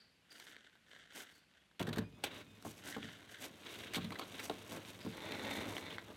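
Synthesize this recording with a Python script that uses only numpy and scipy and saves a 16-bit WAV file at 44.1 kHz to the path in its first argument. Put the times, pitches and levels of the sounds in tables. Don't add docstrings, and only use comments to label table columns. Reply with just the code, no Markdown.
import sys
import numpy as np
from scipy import signal
from scipy.fft import rfft, irfft
from scipy.io import wavfile
from scipy.ndimage import uniform_filter1d

SR = 44100
rng = np.random.default_rng(int(sys.argv[2]) if len(sys.argv) > 2 else 0)


def store_wav(level_fs):
    pcm = np.round(np.clip(np.atleast_2d(level_fs), -1, 1) * 32767)
    wavfile.write(sys.argv[1], SR, pcm.T.astype(np.int16))


N = 271656
TIME = np.arange(N) / SR

# [s, s, Hz, Hz, dB]
BIRD_CHIPS = [(0.0, 0.019, 4710, 4500, -60.5), (.303, 0.019, 4830, 4520, -56.5),
              (1.32, 0.06, 4230, 4720, -69.5), (5.002, 0.029, 5030, 4600, -58.5)]
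# [s, s, Hz, Hz, dB]
BIRD_WHISTLES = [(1.58, 0.053, 3300, 3355, -75), (1.66, 0.076, 2860, 2900, -91),
                 (1.749, 0.056, 4230, 4300, -81)]
# [s, s, dB]
BOOT_STEPS = [(0.0, 0.016, -72.5), (0.34, 0.16, -58.5), (0.61, 0.047, -65.5), (0.91, 0.088, -60.5),
              (1.15, 0.041, -54), (1.54, 0.017, -69.5), (2.87, 0.067, -51.5), (3.02, 0.062, -53.5),
              (3.32, 0.017, -54.5)]
# [s, s, dB]
CLOTH_BRUSHES = [(0.32, .2, -69), (0.89, .11, -80), (1.155, 0.063, -57), (1.28, 0.11, -75),
                 (2.35, 0.041, -67.5), (2.655, 0.059, -60), (2.77, 0.035, -66), (2.86, 0.061, -55.5),
                 (3.03, 0.13, -73), (3.31, 0.037, -65.5), (3.42, 0.032, -53), (3.7, 0.15, -63.5),
                 (4.29, .13, -68.5), (4.435, 0.026, -53.5), (4.7, 0.055, -58), (4.885, 0.015, -60),
                 (5.5, 0.095, -59), (5.69, 0.11, -61)]
# [s, s, dB, dB, Hz]
HARD_CONTACTS = [(0.4, 0.0015, -58, -56, 1640), (0.565, 0.0034, -54, -75, 2120),
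                 (0.754, 0.0016, -60, -79, 1650), (0.932, .0056, -60.5, -86, 1540),
                 (0.963, 0.0015, -55, -80, 1810), (1.712, 0.006, -70, -94, 1760),
                 (1.795, 0.013, -49, -58, 3500), (1.812, 0.006, -48.5, -59, 2920),
                 (1.827, 0.0052, -50.5, -53, 3270), (1.869, 0.013, -50, -63, 1800),
                 (1.889, 0.0081, -49, -60, 1770), (1.929, 0.013, -50.5, -60, 4400),
                 (1.959, 0.0069, -50, -60, 1720), (1.969, .006, -48, -70, 1040),
                 (1.982, 0.01, -44.5, -54, 1770), (2.238, 0.011, -42, -45, 3430),
                 (2.625, 0.0014, -53.5, -59, 1440), (2.873, 0.0038, -61, -57, 2900),
                 (3.029, .002, -45, -74, 3240), (3.836, 0.0041, -49, -80, 2880),
                 (3.936, 0.0088, -50, -52.5, 2790), (3.945, 0.014, -44.5, -52, 4480),
                 (3.956, 0.016, -46, -50, 3700), (3.976, .006, -47, -69, 1160),
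                 (4.044, 0.0076, -53, -61.5, 4320), (4.106, .0013, -43.5, -56, 2080),
                 (4.12, 0.0094, -45.5, -65, 1240), (4.156, 0.0093, -51.5, -80, 2020),
                 (4.188, .0055, -54, -60, 4000), (4.194, 0.0054, -41.5, -54.5, 1250),
                 (4.212, 0.02, -48, -84, 1280), (4.395, 0.015, -49, -57.5, 2390),
                 (4.497, .003, -37, -58, 970), (4.721, 0.0022, -47.5, -55, 1010),
                 (5.321, 0.0016, -43, -51.5, 4230), (5.767, 0.0012, -39, -59, 3400),
                 (5.781, 0.0041, -44.5, -60, 2020), (5.983, 0.0011, -38.5, -77, 2140)]
# [s, dB, dB, dB]
HULL_HITS = [(1.802, -41.5, -39.5, -5), (1.88, -39, -55, -4), (1.971, -41, -44, 0), (2.24, -72, -47.5, -10),
             (2.65, -50.5, -44.5, -4), (2.849, -62, -56, -3), (2.965, -50, -44.5, -4.5),
             (3.034, -51, -73, -13), (3.507, -58.5, -77, -7), (3.967, -45.5, -44, 1.5),
             (4.045, -47.5, -59, -6.5), (4.498, -53, -41.5, -3.5), (5.049, -50.5, -51, 5),
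             (5.451, -53, -68, -15), (5.57, -52, -61, -6), (5.66, -54, -56, -6)]
# [s, s, dB, dB]
HULL_SHOVES = [(1.825, 0.2, -51.5, -63), (2.175, 0.024, -61.5, -86), (2.248, 0.027, -50.5, -47.5),
               (2.314, 0.098, -56, -54), (2.662, 0.025, -72, -66), (2.86, .06, -62, -76),
               (3.428, 0.035, -53.5, -53), (3.648, 0.41, -59, -53.5), (4.108, 0.13, -56, -75),
               (4.345, .09, -62, -53.5), (4.72, 0.061, -47.5, -58), (4.888, 0.024, -69, -55.5),
               (5.59, 0.17, -48.5, -70), (5.908, 0.047, -57, -52), (6.083, 0.037, -54, -63)]
# [s, dB]
GROUND_PRESSURE = [(2.03, -69), (2.71, -59.5), (3.03, -58), (3.42, -60.5), (3.7, -53), (3.85, -61),
                   (4.28, -51), (5.0, -52.5), (5.47, -46), (5.62, -46.5), (6.03, -56), (6.16, -57.5)]
# [s, s, Hz, Hz, dB]
SQUEAK_NOTES = [(2.02, 0.071, 2420, 2490, -64), (2.11, 0.093, 2450, 2600, -70),
                (2.13, 0.079, 3490, 3480, -73), (2.42, 0.204, 2480, 2530, -70.5),
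                (2.44, 0.14, 3620, 3580, -72)]
# [s, dB]
HULL_FLEX = [(2.03, -61.5), (2.65, -69), (3.64, -71), (4.07, -55), (4.23, -66.5), (5.14, -65),
             (5.25, -62.5), (5.51, -57.5), (6.16, -65.5)]
# [s, dB]
RIM_HIT = (2.239, -33.5)
# [s, dB]
LONG_SLIDE = [(5.12, -60), (5.18, -53), (5.29, -48), (5.42, -47.5), (5.52, -43.5), (5.61, -47.5),
              (5.72, -54.5), (5.92, -52), (6.0, -63)]

# [Hz, dB, s]
HULL_MODES = [(60.7, -22.5, 0.73), (82.4, -12, 0.37), (108.3, -6, 0.32), (134.2, -8.5, 0.46),
              (157.8, -4, 0.22), (181.8, -1.5, 0.25), (217, 1.5, 0.19), (240, -0.5, 0.19),
              (283.3, -4.5, 0.21), (301.4, -23, 0.33), (354, -14.5, 0.28), (435, -2.5, 0.038),
              (443, -4.5, 0.16), (490, -17, 0.1)]
# [Hz, dB, s]
RIM_MODES = [(824, 0, .05), (1421, -16, .09), (2326, -15, .1), (2536, -17, .1), (3182, -9, .08),
             (4113, -17, .09), (6487, -18, .06), (7822, -19, .06), (8699, -20, .07), (10580, -22, .06),
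             (12020, -22, .06)]
# [Hz, Hz, dB]
PANEL_MODES = [(377, 580, -2), (810, 180, -7.5), (1463, 150, -8), (1950, 640, -5), (3590, 250, -5),
               (4080, 120, -7)]
# [Hz, Hz, dB]
CONTACT_SHEEN = [(1565, 90, 3), (2181, 60, 3), (4572, 90, 4), (5828, 130, 4.5), (6486, 110, 4),
                 (7823, 110, 4), (8695, 120, 4), (9164, 110, 3), (11347, 150, 4), (12017, 160, 4.5),
                 (13418, 160, 5)]

AIR_COLOUR = [(30, -19), (55, -1), (102, -3.5), (220, -0.5), (300, -7), (420, -9.5), (1000, -13),
              (1720, -12.5), (2490, -9), (2910, -10), (5450, -21.5), (12300, -27), (15500, -47)]
GRAVEL_COLOUR = [(150, -7), (300, -9.5), (650, -8), (1000, -32.5), (1350, -2), (1650, 1.5), (2100, -1.5),
                 (2400, -19.5), (3000, -1.5), (3700, -5.5), (4400, -16.5), (8000, -20), (16000, -56)]
CLOTH_COLOUR = [(130, -4), (280, 15.5), (650, 8.5), (1050, 5), (1500, -0.5), (2400, 6.5), (3300, 3.5),
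                (4200, 1), (4900, 2.5), (6200, 3.5), (9000, 0.5), (12500, -2), (16000, -11)]
CLACK_COLOUR = [(300, 1.5), (900, -2), (1800, 2.5), (2800, 3), (3900, 4), (4400, -2.5), (5000, -12),
                (12000, -30.5)]
CRACK_COLOUR = [(2000, -13), (4300, 9), (6200, 1), (8200, 2.5), (12000, -3), (14500, 0), (16000, -31)]
KNOCK_COLOUR = [(80, -24.5), (250, 3.5), (400, 6), (650, -1.5), (980, -2.5), (1300, -8.5), (2500, -24),
                (6000, -32)]
RUB_COLOUR = [(90, -15.5), (220, -2), (340, 2), (470, -3), (620, -1.5), (760, -9.5), (980, -8),
              (1300, -11.5), (2200, -21.5), (5000, -40)]
RASP_COLOUR = [(600, -11.5), (1200, -1), (1700, 2), (2150, 1.5), (2850, 4), (3300, 4), (3800, 5.5),
               (4300, -6.5), (4900, -10.5), (12000, -22.5)]


def from_db(db):
    return 10 ** (np.asarray(db) / 20)


def rms_one(x):
    return x / np.sqrt(np.mean(x ** 2) + 1e-20)


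def add(out, start_s, sound):
    start = max(round(start_s * SR), 0)
    out[start:start + len(sound)] += sound[:N - start]


def level(rows):
    time_s, db = np.transpose(rows)
    outside_s = np.maximum(np.maximum(time_s[0] - TIME, TIME - time_s[-1]), 0)
    return from_db(np.interp(TIME, time_s, db)) * np.exp(-outside_s / 0.026)


def strokes(rows, rise_s, swell_db, fade_s):
    power = np.zeros(N)
    for start_s, length_s, db in rows:
        along = np.clip((TIME - start_s) / length_s, 0, 1)
        outside = np.maximum((start_s - TIME) / rise_s, (TIME - start_s - length_s) / fade_s)
        edge = np.exp(-np.clip(outside, 0, 20))
        power += (from_db(db + swell_db * (along - .5)) * edge) ** 2
    return np.sqrt(power)


def colour(x, spectrum, size=4096):
    hz, db = np.transpose(spectrum)
    grid_hz = np.maximum(np.arange(size // 2 + 1) * SR / size, 1)
    skirt_db = -12 * np.maximum(np.log2(hz[0] / grid_hz), 0)
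    curve_db = np.interp(np.log(grid_hz), np.log(hz), db) + skirt_db
    cepstrum = irfft(np.log(from_db(curve_db)))
    cepstrum[1:size // 2] *= 2
    cepstrum[size // 2 + 1:] = 0
    response = irfft(np.exp(rfft(cepstrum)))
    return signal.fftconvolve(x, response / np.linalg.norm(response))[:N]


def ring(clicks, hz, t60_s):
    r = from_db(-60 / (t60_s * SR))
    w = 2 * np.pi * hz / SR
    return signal.lfilter([0, np.sin(w)], [1, -2 * r * np.cos(w), r * r], clicks + 1e-18)


def drift(rate_hz):
    knots = rng.standard_normal(N)
    return np.interp(TIME * rate_hz, np.arange(N), knots)


def grains(per_s, spread_db, clump_db, clump_rate, hiss):
    sizes = from_db(spread_db * np.minimum(rng.exponential(1, N), 4)) * rng.choice([-1, 1], N)
    contacts = sizes * (rng.random(N) < per_s / SR)
    clicks = rms_one(contacts) + hiss * rng.standard_normal(N)
    clicks = clicks * from_db(clump_db * drift(clump_rate))
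    slow_power = uniform_filter1d(uniform_filter1d(clicks ** 2, size=2600), size=1800)
    return clicks / np.sqrt(slow_power + 1e-9)


def crush(length_s, tail_db, tail_s, first=0.19, size=4096):
    t = np.arange(size) / SR
    shape = np.exp(-(t / length_s) ** 2) + from_db(tail_db) * np.exp(-t / tail_s)
    slips = rng.standard_normal(size) * rng.exponential(1, size) ** .5 * shape
    slips /= np.linalg.norm(slips)
    slips[0] += first * np.sqrt(0.0023 / length_s)
    return slips / np.linalg.norm(slips) * np.sqrt(length_s * SR)


def whistles(notes, waver, waver_rate, octave_db):
    out = np.zeros(N)
    wobble = 1 + waver * drift(waver_rate)
    for start_s, length_s, start_hz, end_hz, db in notes:
        along = np.clip((TIME - start_s) / length_s, 0, 1)
        pitch_hz = (start_hz + (end_hz - start_hz) * along) * wobble
        phase = 2 * np.pi * np.cumsum(pitch_hz) / SR
        tone = np.sin(phase) + from_db(octave_db) * np.sin(2 * phase)
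        out += from_db(db) * np.sin(np.pi * along) * tone
    return out


def sheen(x):
    lifted = x.copy()
    for hz, width_hz, db in CONTACT_SHEEN:
        b, a = signal.iirpeak(hz, hz / width_hz, fs=SR)
        lifted += (from_db(db) - 1) * signal.lfilter(b, a, x)
    return lifted


def shore(x, echo_db=-19, t60_s=0.25, dull_hz=3500):
    t = TIME[:SR]
    tail = rng.standard_normal(len(t)) * from_db(-60 * t / t60_s) * (1 - np.exp(-t / 0.0021))
    tail = signal.sosfilt(signal.butter(2, dull_hz, fs=SR, output="sos"), tail)
    return x + from_db(echo_db) * signal.fftconvolve(x, tail / np.linalg.norm(tail))[:N]


def still_air(air_db=-73):
    return from_db(air_db) * colour(rng.standard_normal(N), AIR_COLOUR)


def birds():
    chips = whistles(BIRD_CHIPS, waver=.07, waver_rate=1400, octave_db=-35)
    song = whistles(BIRD_WHISTLES, waver=.012, waver_rate=440, octave_db=-35)
    return shore(chips + song, echo_db=-4, t60_s=.8, dull_hz=7000)


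def boots(gravel_db=-2.0, stone_db=-9):
    pebbles = grains(per_s=900, spread_db=2.5, clump_db=5.0, clump_rate=82, hiss=0.45)
    stones = grains(per_s=35, spread_db=7.5, clump_db=-6.0, clump_rate=11, hiss=0.075)
    weight = strokes(BOOT_STEPS, rise_s=0.043, swell_db=2, fade_s=0.088)
    crunch = from_db(gravel_db) * colour(pebbles * weight, GRAVEL_COLOUR)
    return crunch + from_db(stone_db) * colour(stones * weight, CLACK_COLOUR)


def clothing(cloth_db=2.0, tick_db=-5, pressure_db=-15.5):
    threads = grains(per_s=3000, spread_db=2.5, clump_db=4.0, clump_rate=200, hiss=1.0)
    creases = grains(per_s=150, spread_db=-3.5, clump_db=-1.5, clump_rate=37, hiss=0.21)
    brushes = strokes(CLOTH_BRUSHES, rise_s=0.014, swell_db=0, fade_s=0.018)
    motion = np.hypot(brushes, from_db(pressure_db) * level(GROUND_PRESSURE))
    fabric = threads + from_db(tick_db) * creases
    return from_db(cloth_db) * colour(fabric * motion, CLOTH_COLOUR)


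def clacks(clack_db=0.0, crack_db=3.0, ring_cycles=10):
    body, crack = np.zeros(N), np.zeros(N)
    for start_s, length_s, body_db, top_db, hz in HARD_CONTACTS:
        slips = crush(length_s, tail_db=-16, tail_s=.012)
        snap = crush(length_s, tail_db=-18, tail_s=.009)
        rung = ring(slips, hz, ring_cycles / hz)
        rung *= .42 * np.linalg.norm(slips) / np.linalg.norm(rung)
        add(body, start_s, from_db(body_db) * (slips + rung))
        add(crack, start_s, from_db(top_db) * snap)
    clack = from_db(clack_db) * colour(body, CLACK_COLOUR)
    return clack + from_db(crack_db) * colour(crack, CRACK_COLOUR)


def hull_blows(boom_db=0.0, knock_db=2.0, contact_s=0.0082, vary_db=1.0, rebound_s=0.014):
    hits = []
    for start_s, boom, knock, rebound_db in HULL_HITS:
        hits.append((start_s, boom, knock))
        hits.append((start_s + rebound_s, boom + rebound_db, knock + rebound_db))
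    shape = (len(hits), len(HULL_MODES))
    place = from_db(vary_db * rng.standard_normal(shape)) * rng.choice([-1, 1], shape)
    booms, knocks = np.zeros(N), np.zeros(N)
    for k, (hz, mode_db, t60_s) in enumerate(HULL_MODES):
        pushes = np.zeros(N)
        for (start_s, db, _), strength in zip(hits, place[:, k]):
            add(pushes, start_s, [strength * from_db(db + mode_db)])
        booms += ring(pushes, hz, t60_s)
    for start_s, _, db in hits:
        add(knocks, start_s, from_db(db) * crush(contact_s, tail_db=-11, tail_s=0.017))
    return from_db(boom_db) * booms + from_db(knock_db) * colour(knocks, KNOCK_COLOUR)


def shove_force(rows):
    return strokes(rows, rise_s=0.012, swell_db=-0.5, fade_s=0.014)


def sliding(rub_db=-1.0, rasp_db=-1.5, stone_db=-12, pressure_rub_db=-6.5, pressure_rasp_db=-8):
    slips = grains(per_s=1500, spread_db=3.0, clump_db=1.0, clump_rate=13, hiss=0.49)
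    grit = grains(per_s=1800, spread_db=1.5, clump_db=4.0, clump_rate=63, hiss=0.82)
    stones = grains(per_s=60, spread_db=1.5, clump_db=11.0, clump_rate=27, hiss=.1)
    drone = shove_force([(start_s, length_s, db) for start_s, length_s, db, _ in HULL_SHOVES])
    scrape = shove_force([(start_s, length_s, db) for start_s, length_s, _, db in HULL_SHOVES])
    pressure = level(GROUND_PRESSURE)
    rub = colour(slips * np.hypot(drone, from_db(pressure_rub_db) * pressure), RUB_COLOUR)
    rasp = colour(grit * np.hypot(scrape, from_db(pressure_rasp_db) * pressure), RASP_COLOUR)
    ticks = colour(stones * pressure, CLACK_COLOUR)
    return from_db(rub_db) * rub + from_db(rasp_db) * rasp + from_db(stone_db) * ticks


def squeaks():
    return whistles(SQUEAK_NOTES, waver=.014, waver_rate=460, octave_db=-11)


def flexing(flex_db=3, hand_damping=0.33):
    nudges = grains(per_s=450, spread_db=7.0, clump_db=-1.0, clump_rate=29, hiss=0.12)
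    rumble = np.zeros(N)
    for k, (hz, db, t60_s) in enumerate(HULL_MODES):
        strength = (-1) ** k * from_db(db) * (hz / 200) ** -.45
        rumble += strength * ring(nudges, hz, t60_s * hand_damping)
    return from_db(flex_db) * rms_one(rumble) * level(HULL_FLEX)


def rim():
    start_s, db = RIM_HIT
    push = np.zeros(N)
    add(push, start_s, [from_db(db)])
    return sum((-1) ** k * from_db(mode_db) * ring(push, hz, t60_s)
               for k, (hz, mode_db, t60_s) in enumerate(RIM_MODES))


def dragging(drag_db=0.0, shift_db=1.4, shift_rate=22):
    slips = grains(per_s=700, spread_db=3.0, clump_db=2.0, clump_rate=45, hiss=.3)
    sung = np.zeros(N)
    for hz, width_hz, db in PANEL_MODES:
        b, a = signal.iirpeak(hz, hz / width_hz, fs=SR)
        panel = signal.lfilter(b, a, signal.lfilter(b, a, slips))
        sung += from_db(db + shift_db * drift(shift_rate)) * panel
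    return from_db(drag_db) * rms_one(sung) * level(LONG_SLIDE)


def scene():
    canoe = clacks() + hull_blows() + sliding() + flexing() + rim() + dragging()
    contacts = sheen(canoe + boots() + clothing())
    landing = shore(contacts + squeaks())
    return (landing + birds() + still_air())[None]


def record(dry):
    bass_cut = signal.butter(4, 52, "high", fs=SR, output="sos")
    top_cut = signal.ellip(10, .1, 80, 16000, fs=SR, output="sos")
    return signal.sosfilt(top_cut, signal.sosfilt(bass_cut, dry))


dry = scene()
out = record(dry)
store_wav(out)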